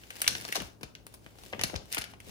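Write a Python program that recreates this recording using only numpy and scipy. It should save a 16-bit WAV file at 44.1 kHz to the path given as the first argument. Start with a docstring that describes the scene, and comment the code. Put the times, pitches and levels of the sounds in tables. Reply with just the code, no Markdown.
"""A thin clear plastic film is pulled off a handheld device above a desk in a small room.
Buckling creases make sharp snaps: short noise bursts in four bands, each with a diffuse shiver.
Flips of the sheet are dispersive bending waves, heard as short falling chirps. Between them the film
slides with hiss, crackles and ticks; air it pushes is low noise; a steady hush and faint hum lie below.
A close stereo microphone hears it all."""
import sys
import numpy as np
from scipy import signal
from scipy.fft import rfft, irfft, next_fast_len
from scipy.io import wavfile

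SR = 44100
rng = np.random.default_rng(int(sys.argv[2]) if len(sys.argv) > 2 else 0)


def log_audio(samples):
    """Write samples as a 16-bit WAV file to the path given in sys.argv[1]."""
    # one column per channel
    frames = np.atleast_2d(samples).T
    # limit to full scale, then quantise
    limited = np.clip(frames, -1, 1)
    pcm = np.round(limited * 32767).astype(np.int16)
    wavfile.write(sys.argv[1], SR, pcm)


N = 101429
TIME = np.arange(N) / SR

SNAP_TRIM_DB, SNAP_PAN_DB = -1, 4
SNAP_SPAN_S = .005   # each band's level is its RMS over this span
SHIVER_S, SHIVER_LIKENESS = 0.0078, 0.35   # decay; power share common to both sides
# Buckling creases: start_s, core level_db [before the trim], body_db, bite_db, sparkle_db [re core],
# ring_ms [decay before the spectrum is evened], shiver_db [re crack], left_lead_ms
CREASE_SNAPS = [(0.0352, -48.5, -21, -9, -33, 1.1, -2, 0.24),
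                (0.1035, -38.5, -14.5, -9, -7.5, 7.5, 3, -0.2),
                (0.2168, -29.5, -11.5, -3.5, 5.5, 3, 0, -0.19),
                (0.2423, -33.5, -13, -11, -16.0, 2.4, -6, -0.35),
                (0.2647, -32, -13, -19, -15, 2.9, -1, -0.48), (0.2771, -24, -18.5, 7, 3, 1.7, -7, 0.057),
                (0.2787, -23.5, -18, -1, -3, 1.5, -2.5, 0.24), (0.351, -32, -10.5, -4, -20, 1.6, -3, 0.2),
                (0.411, -43.5, -8.0, -3, 0, 1.2, 1, -0.3), (0.4205, -47.0, -5, -4, -6, 2, -6.0, -0.25),
                (0.4503, -40, 0, 2, -5.5, 1.2, 0.5, 0.28), (0.4792, -48.5, 0.5, 2.0, 2.5, 1.7, 4, -0.058),
                (0.4865, -38, -14, -9.0, -7.5, 3.6, 1, -0.16),
                (0.5241, -26.5, -16, -10.5, -6.5, 1.2, -3, 0.37),
                (0.5475, -41.5, -22, 1, 0, 9.8, -3.0, -0.45), (0.5538, -33.5, -3.5, -0.5, -0.5, 5, 6, 0.19),
                (0.5564, -38, -1.5, 9.5, -10, 8.5, -2.5, 0.1),
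                (0.5645, -32.0, -2, -1.5, -5.5, 1.8, 2.5, 0.3),
                (0.6013, -36.5, -19, -3.5, -10, 2, 3, -0.13), (0.6189, -45.5, 4, -4, 2, 2.8, 0, -0.036),
                (0.8098, -56.5, 3, -2, -1, 10, 1, 0.16), (0.831, -38.5, -4, -2.5, -7, 0.92, 4, 0.21),
                (0.9513, -43.5, -30, -3, -12.5, 0.75, -6, 0.27),
                (1.0661, -49.5, 0, -3.5, 5, 0.97, -3.5, -0.21),
                (1.1393, -57.5, 4.5, 3.0, 10.5, 4.0, 16, -0.16),
                (1.2627, -46.5, -4, -13.5, -13, 1.3, -1.5, 0.22),
                (1.354, -65, 6, -11, -10, 2.7, -3.0, 0.16), (1.385, -57, 4, 0.5, 0, 3.0, 13, 0.26),
                (1.435, -56, 4.5, 3, 1, 3.3, -3.0, 0.34), (1.5274, -42, -2, -7, -28, 2.5, -4, 0.22),
                (1.5329, -33, -5, -28, -40, 4.2, -9, 0.16), (1.5472, -49, 0, -23, -34, 1.5, -9, -0.0091),
                (1.5927, -34, -2.5, -6.5, -16.5, 2.7, -1.5, 0.13),
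                (1.6118, -30.5, -7.5, -3.5, -6.5, 3.3, 3.5, 0.12),
                (1.6357, -26.5, -8.5, 2.5, 1, 0.8, 0.5, 0.26), (1.6745, -55.5, 5, -16, 10, 3.1, -2, -0.16),
                (1.6973, -43, 2, -9.0, -20, 4.0, -3.0, 0.5), (1.7399, -42.5, 3, -14, -18.0, 4.5, 4, 0.22),
                (1.7546, -40.5, -10, -5, -22, 2.4, 11, 0.39),
                (1.7604, -40.5, -1, 6.5, -5.5, 1.7, -7, -0.16), (1.856, -61.5, -16, -5, 3, 0.77, -17, -0.2),
                (1.9177, -46, -12, 0, 5.0, 4.4, 9, -0.16), (1.926, -36, -21, 2.5, 4, 0.48, -6, 0.24),
                (1.9338, -39, -17, -1, -16, 2.4, 6, -0.28), (1.9458, -31.5, -22, -6, 0.5, 2.8, -1, -0.27),
                (1.9515, -49, -13, 1.0, -14, 3.5, -10, -0.13),
                (1.9691, -31.5, -3.5, -14, -32, 2.4, 6, 0.16), (1.98, -31, -9, -3, -6, 2.9, -4, 0.24),
                (1.9839, -33.5, -8, -3, 0, 2.7, 3.5, 0.11), (2.0128, -41.5, -13, -1, -1, 3.4, -11, -0.0041),
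                (2.0176, -37.5, -10.5, -2, -7, 3, 1, -0.28), (2.04, -38.5, -14, -6, -7.5, 3, 0, -0.28),
                (2.136, -51.5, 4.5, -8.5, -13, 2, 7, 0.24), (2.2016, -47, -13, -8.5, -5, 3.1, 3, -0.42)]
# Bands of a snap, in the order core, body, bite, sparkle: low_hz, high_hz
SNAP_BANDS = [(1510, 3080), (306, 1235), (3400, 6580), (8100, 13760)]


def snaps():
    """Buckling: each crease releases a crack of a few ms, then a more diffuse shiver of the whole sheet."""
    out = np.zeros((2, N))
    for start_s, level_db, body_db, bite_db, sparkle_db, ring_ms, shiver_db, lead_ms in CREASE_SNAPS:
        sound = 0
        for (low_hz, high_hz), tint_db in zip(SNAP_BANDS, (0, body_db, bite_db, sparkle_db)):
            common = at_ports(crack(SHIVER_S), lead_ms)
            diffuse = dying_noise(SHIVER_S)
            shiver = np.sqrt(SHIVER_LIKENESS) * common + np.sqrt(1 - SHIVER_LIKENESS) * diffuse
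            direct = at_ports(crack(ring_ms / 1000), lead_ms)
            part = band(direct + from_db(shiver_db) * shiver, low_hz, high_hz)
            early_rms = np.sqrt(np.mean(part[:, :int(SNAP_SPAN_S * SR)] ** 2))
            sound = sound + from_db(tint_db) * part / early_rms
        add(out, start_s, from_db(level_db + SNAP_TRIM_DB) * pan(SNAP_PAN_DB) * sound)
    return out


SNAP_ATTACK_MS = 0.32
CRACK_EVENNESS = .8   # 0 leaves the spectrum as drawn, 1 flattens it


def crack(ring_s):
    """Impulsive release: a fast-rising, decaying burst, its spectrum evened so that no pitch stands out."""
    t = TIME[:SR // 10]
    attack = 1 - np.exp(-t * 1000 / SNAP_ATTACK_MS)
    burst = rfft(rng.standard_normal(len(t)) * attack * np.exp(-t / ring_s))
    return irfft(burst / minimum_phase(np.abs(burst) ** CRACK_EVENNESS))


FLIP_PAN_DB = 7.5
FLIP_LOW_HZ = 55   # the sheet radiates little below this
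# Small flips: rate, level relative to the air push, centre of the starting pitches, cycles, decay
FLUTTERS_PER_S, FLUTTER_DB, FLUTTER_HZ, FLUTTER_CYCLES, FLUTTER_S = 32, 2, 750, 3.5, 0.0055
# Big flips of the sheet: start_s, level_db [before panning], start_pitch_hz,
# cycles [per e-fold of falling pitch], decay_s
SHEET_FLIPS = [(0.28, -45, 1567, 6.7, 0.023), (0.31, -40, 360, 6.7, 0.021), (.352, -41, 690, 2.7, 0.0064),
               (.391, -44.5, 556, 2.85, .012), (0.426, -46, 453, 2.5, .012), (0.493, -33, 553, 3.3, 0.0055),
               (.553, -28, 1167, 9.2, 0.0044), (.564, -30, 936, 13.6, 0.01), (.577, -33.5, 470, 4.4, 0.015),
               (0.603, -36, 657, 4.41, 0.029), (.619, -35.5, 650, 2.5, 0.013),
               (0.81, -44.5, 785, 3.1, 0.014), (.831, -35, 996, 1.45, 0.022), (1.262, -43, 710, 1.7, 0.015),
               (1.527, -35.5, 1093, 5, 0.014), (1.533, -36.5, 810, 3.93, .008),
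               (1.547, -34.5, 800, 2.4, .007), (1.581, -43, 706, 2.47, 0.038),
               (1.607, -30, 750, 7.9, 0.004), (1.636, -27.5, 904, 2.57, 0.0094),
               (1.733, -32, 803, 2.7, .008), (1.741, -28, 618, 14.6, 0.0067),
               (1.749, -29.5, 169, 1.9, 0.017), (1.968, -34, 800, 4.5, 0.0066),
               (1.983, -35.5, 500, 1.28, 0.023), (2.272, -45.5, 790, 7, 0.0084),
               (2.288, -42.5, 400, 1.7, .016)]


def flips():
    """Flexural waves: big flips at set times, and a random flutter of small ones that follows the air push."""
    out = np.zeros((2, N))
    for start_s, level_db, pitch_hz, cycles, decay_s in SHEET_FLIPS:
        add(out, start_s, from_db(level_db) * bending_wave(pitch_hz, cycles, decay_s))
    for when, size, pitch in rng.random((int(FLUTTERS_PER_S * N / SR), 3)):
        start_s = when * N / SR
        gain = 2 * size * from_db(np.interp(start_s, *np.transpose(PUSH_LEVEL)) + FLUTTER_DB)
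        pitch_hz = FLUTTER_HZ * 2 ** (pitch - .5)   # within half an octave either way
        add(out, start_s, gain * bending_wave(pitch_hz, FLUTTER_CYCLES, FLUTTER_S))
    highpass = signal.butter(2, FLIP_LOW_HZ, "high", fs=SR, output="sos")
    return signal.sosfilt(highpass, out) * pan(FLIP_PAN_DB)


FLIP_SCATTER_DB, FLIP_SCATTER_S = -4, 0.003


def bending_wave(hz, cycles, decay_s):
    """Dispersion: highs arrive first, so pitch falls as hz / (1 + t hz / cycles); the edges scatter the wave."""
    t = TIME[:SR // 5]
    phase = 2 * np.pi * cycles * np.log(1 + t * hz / cycles)
    chirp = np.sin(phase) * np.exp(-t / decay_s) * (1 - np.exp(-t * hz))
    scattered = signal.fftconvolve(chirp[None], dying_noise(FLIP_SCATTER_S), axes=1)[:, :len(t)]
    return chirp + from_db(FLIP_SCATTER_DB) * scattered


SLIDE_PAN_DB = 3.5
CRACKLES_PER_S, CRACKLE_SPREAD_DB, CRACKLE_RING_S = 600, 5, 0.0013
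HISS_DB = -3   # relative to the crackle of a firm rub
SMOOTH_BELOW_DB, GRITTY_ABOVE_DB, LIGHT_RUB_GRIT = -56.5, -46.5, .4   # grit rises from this to 1
# Film sliding over the case and fingers: time_s, level_db [before panning]
SLIDE_LEVEL = [(0, -58), (.08, -59.5), (.12, -54), (.2, -48.5), (.3, -46), (.42, -49.5), (.5, -48.5),
               (.545, -48.5), (.56, -48), (.62, -53), (.66, -54.5), (.78, -82), (1.03, -80), (1.09, -70),
               (1.145, -59), (1.19, -73), (1.25, -63), (1.33, -67), (1.45, -53), (1.51, -58), (1.6, -61.5),
               (1.67, -59), (1.74, -56), (1.8, -74), (1.89, -60), (1.95, -42), (2.02, -67), (2.085, -81),
               (2.11, -54), (2.16, -85), (2.22, -63), (2.3, -49)]
# Spectrum of the sliding: frequency_hz, relative density_db [per Hz]
SLIDE_SPECTRUM = [(30, -28), (200, -3.5), (600, 2.5), (1200, -4), (2200, 2.5), (5000, -3), (7500, -5),
                  (10500, -7), (14000, -6), (15500, -15.5), (16500, -20)]


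def slide():
    """Stick-slip friction: hiss with tiny crackles, whose share grows the harder the film is pulled."""
    level_db = np.interp(TIME, *np.transpose(SLIDE_LEVEL))
    grit = np.interp(level_db, [SMOOTH_BELOW_DB, GRITTY_ABOVE_DB], [LIGHT_RUB_GRIT, 1])
    sizes = from_db(CRACKLE_SPREAD_DB * np.minimum(rng.exponential(1, N), 4))
    signs = rng.choice([-1, 1], N)
    clicks = sizes * signs * (rng.random(N) < CRACKLES_PER_S / SR)
    # eight spots on the film share the clicks, each with its own ring
    spot = np.arange(N) % 8
    crackle = np.zeros((2, N))
    for k in range(8):
        spot_clicks = (clicks * (spot == k))[None]
        crackle += signal.fftconvolve(spot_clicks, dying_noise(CRACKLE_RING_S), axes=1)[:, :N]
    hiss_gain = from_db(HISS_DB)
    rub = (grit * rms_one(crackle) + hiss_gain * stereo_noise(0)) / np.hypot(grit, hiss_gain)
    return rms_one(colour(rub, SLIDE_SPECTRUM)) * from_db(level_db) * pan(SLIDE_PAN_DB)


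# Small creases, with level relative to the sliding
TICKS_PER_S, TICK_DB, TICK_SPREAD_DB, TICK_RING_S, TICK_LEAD_MS = 70, -1, 2.5, .0012, .25


def wrinkles():
    """Small-scale buckling: creases tick at random, their strength following the slide."""
    out = np.zeros((2, N))
    for when, size, side in rng.random((int(TICKS_PER_S * N / SR), 3)):
        start_s = when * N / SR
        spread_db = TICK_SPREAD_DB * min(-np.log(size), 2)
        level_db = np.interp(start_s, *np.transpose(SLIDE_LEVEL)) + TICK_DB + spread_db
        tick = at_ports(crack(TICK_RING_S), TICK_LEAD_MS * np.sign(side - .5))
        add(out, start_s, from_db(level_db) * np.sqrt(SNAP_SPAN_S * SR) * tick)
    return colour(out, SLIDE_SPECTRUM) * pan(SLIDE_PAN_DB)


PUSH_PAN_DB, PUSH_LIKENESS = -4, 0.7
# Air pushed by the sheet and hands: time_s, level_db [before panning]
PUSH_LEVEL = [(0, -60.5), (.22, -63), (.32, -45.5), (.42, -57.5), (.56, -61), (.63, -48), (.73, -64.5),
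              (.81, -74), (.85, -51), (.93, -62.5), (1.26, -63), (1.44, -61.5), (1.64, -44), (1.71, -50),
              (1.77, -45), (1.85, -54.5), (1.96, -64), (2.0, -56), (2.07, -59), (2.25, -59.5), (2.3, -46)]
# Spectrum of the air push: frequency_hz, relative density_db [per Hz]
PUSH_SPECTRUM = [(20, -36), (40, -14.5), (65, 0.5), (115, -1), (250, -8.5), (600, -13.5), (1500, -31.5),
                 (5000, -72)]


def air_push():
    """Volume displacement: the flapping sheet and moving hands make a soft low rumble of shaped noise."""
    rumble = rms_one(colour(stereo_noise(PUSH_LIKENESS), PUSH_SPECTRUM))
    level_db = np.interp(TIME, *np.transpose(PUSH_LEVEL))
    return rumble * from_db(level_db) * pan(PUSH_PAN_DB)


DESK_ECHO_MS, DESK_ECHO_DB = 1.3985, -20


def desk_echo(x):
    """Specular reflection: the desk returns one weak, delayed copy."""
    return from_db(DESK_ECHO_DB) * np.array([delay(channel, DESK_ECHO_MS) for channel in x])


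ROOM_BUILD_S = 0.004
# Reverberation of the small room: low_hz, high_hz, level_db [relative], t60_s
ROOM_BANDS = [(80, 235, -16, 0.24), (500, 1710, -6.5, 0.39), (2150, 7330, -8.5, 0.33),
              (7000, 13000, -12.5, 0.32)]


def room(x):
    """Diffuse reverberation: convolution with decaying noise in bands, shortest in the bass."""
    t, response = TIME[:SR // 2], 0
    for low_hz, high_hz, level_db, t60_s in ROOM_BANDS:
        envelope = (1 - np.exp(-t / ROOM_BUILD_S)) * from_db(-60 * t / t60_s)
        noise = band(rng.standard_normal((2, len(t))), low_hz, high_hz)
        response = response + from_db(level_db) * noise * envelope / np.sqrt(np.sum(envelope ** 2))
    return signal.fftconvolve(x, response, axes=1)[:, :N]


FLOOR_DB, FLOOR_LIKENESS = -59, 0.45
# Spectrum of the steady hush: frequency_hz, relative density_db [per Hz]
FLOOR_SPECTRUM = [(20, -13.5), (55, 2), (80, -5), (110, -3), (200, -0.5), (450, -7.5), (820, -15),
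                  (1550, -24), (1800, -32.5), (10000, -34), (15500, -33.5)]


def hush():
    """Stationary noise: a steady, partly correlated stereo hush with a falling spectrum."""
    return from_db(FLOOR_DB) * rms_one(colour(stereo_noise(FLOOR_LIKENESS), FLOOR_SPECTRUM))


# Steady hum: pitch_hz, level_db [RMS]
HUM_TONES = [(54, -68.5), (108, -65.5)]


def hum():
    """Harmonic superposition: faint steady sines, each with a random phase."""
    out = np.zeros(N)
    for pitch_hz, level_db in HUM_TONES:
        out += from_db(level_db) * rms_one(np.sin(2 * np.pi * (pitch_hz * TIME + rng.random())))
    return out


def from_db(db):
    """Logarithmic level: decibels to an amplitude ratio."""
    return 10 ** (np.asarray(db) / 20)


def rms_one(x):
    """Power normalisation: scale to an RMS of one."""
    return x / np.sqrt(np.mean(x ** 2) + 1e-20)


def pan(db):
    """Constant-power panning: left and right gains, db apart."""
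    return rms_one(from_db([[db / 2], [-db / 2]]))


def band(x, low_hz, high_hz):
    """Band-pass filtering: keep the range between two cutoffs."""
    return signal.sosfilt(signal.butter(3, [low_hz, high_hz], "band", fs=SR, output="sos"), x)


def minimum_phase(gain):
    """Minimum phase: the causal filter with these gains, found by folding the cepstrum."""
    cepstrum = irfft(np.log(gain + 1e-9))
    half = len(cepstrum) // 2
    cepstrum[1:half] *= 2
    cepstrum[half + 1:] = 0
    return np.exp(rfft(cepstrum))


def colour(x, points):
    """Spectral shaping: a causal filter through (Hz, dB) points, interpolated on log frequency."""
    size = 2 * next_fast_len(N)
    hz, db = np.transpose(points)
    bins_hz = np.arange(size // 2 + 1) * SR / size
    gain = from_db(np.interp(np.log(bins_hz + 1), np.log(hz), db))
    return irfft(rfft(x, size) * minimum_phase(gain))[..., :N]


def stereo_noise(likeness):
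    """Partial coherence: likeness is the share of power common to both sides."""
    common = rng.standard_normal(N)
    separate = rng.standard_normal((2, N))
    return np.sqrt(likeness) * common + np.sqrt(1 - likeness) * separate


def dying_noise(decay_s):
    """Exponential decay: stereo noise that dies away, unit energy a side."""
    t = TIME[:SR // 10]
    x = rng.standard_normal((2, len(t))) * np.exp(-t / decay_s)
    return x / np.sqrt(np.sum(x ** 2, axis=1, keepdims=True))


def delay(x, ms):
    """Propagation delay: a shift by fractions of a sample, by linear interpolation."""
    t = TIME[:len(x)]
    return np.interp(t - ms / 1000, t, x, left=0)


def at_ports(x, lead_ms):
    """Arrival-time difference: the left port leads if lead_ms is positive; unit energy a side."""
    ports = np.array([delay(x, max(side * lead_ms, 0)) for side in (-1, 1)])
    return ports / np.sqrt(np.sum(ports ** 2, axis=1, keepdims=True))


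def add(out, start_s, sound):
    """Superposition: mix a sound in at its start, cut at the end of the scene."""
    i = int(start_s * SR)
    out[:, i:i + sound.shape[1]] += sound[:, :N - i]


def scene():
    """Superposition: the film with its desk echo and room, over a steady hush and faint hum."""
    film = snaps() + wrinkles() + flips()
    film = film + desk_echo(film)
    return film + room(film) + slide() + air_push() + hush() + hum()


MONO_ABOVE_HZ, MONO_LAG_MS, CUTOFF_HZ = 10000, .204, 16300
# Port colour: frequency_hz, left_minus_right_db
PORT_BALANCE = [(100, 4.5), (600, 1), (1300, 0), (2300, -3), (3200, 1.5), (5500, 5), (7000, 2.5),
                (8800, -6.5), (11000, 3.5), (16000, -3.5)]
# Stereo width: frequency_hz, lift_db [side relative to mid]
STEREO_WIDTH = [(100, 1), (600, 2.5), (1400, 2.5), (3000, 0.5), (6000, -1), (16000, 5.5)]
# Presence of the top octave: frequency_hz, gain_db
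TOP_PRESENCE = [(9000, -1.5), (11000, 3), (12800, -2), (14300, 4), (15500, 2), (16500, -3.5)]


def record(dry):
    """Mid-side stereo: width and port colour vary with pitch; the right port's top serves both, later on the left."""
    mid = colour(dry.mean(axis=0), [(hz, -db / 2) for hz, db in STEREO_WIDTH])
    side = colour((dry[0] - dry[1]) / 2, [(hz, db / 2) for hz, db in STEREO_WIDTH])
    left = colour(mid + side, [(hz, db / 2) for hz, db in PORT_BALANCE])
    right = colour(mid - side, [(hz, -db / 2) for hz, db in PORT_BALANCE])
    ports = np.array([left, right])
    low = signal.sosfilt(signal.butter(12, MONO_ABOVE_HZ, "low", fs=SR, output="sos"), ports)
    high = signal.sosfilt(signal.butter(12, MONO_ABOVE_HZ, "high", fs=SR, output="sos"), ports)
    top = colour(high[1], TOP_PRESENCE)
    late_top = np.pad(top, (round(MONO_LAG_MS * SR / 1000), 0))[:N]
    ports = low + np.array([late_top, top])
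    return signal.sosfilt(signal.ellip(10, .3, 80, CUTOFF_HZ, fs=SR, output="sos"), ports)


dry = scene()
out = record(dry)
log_audio(out)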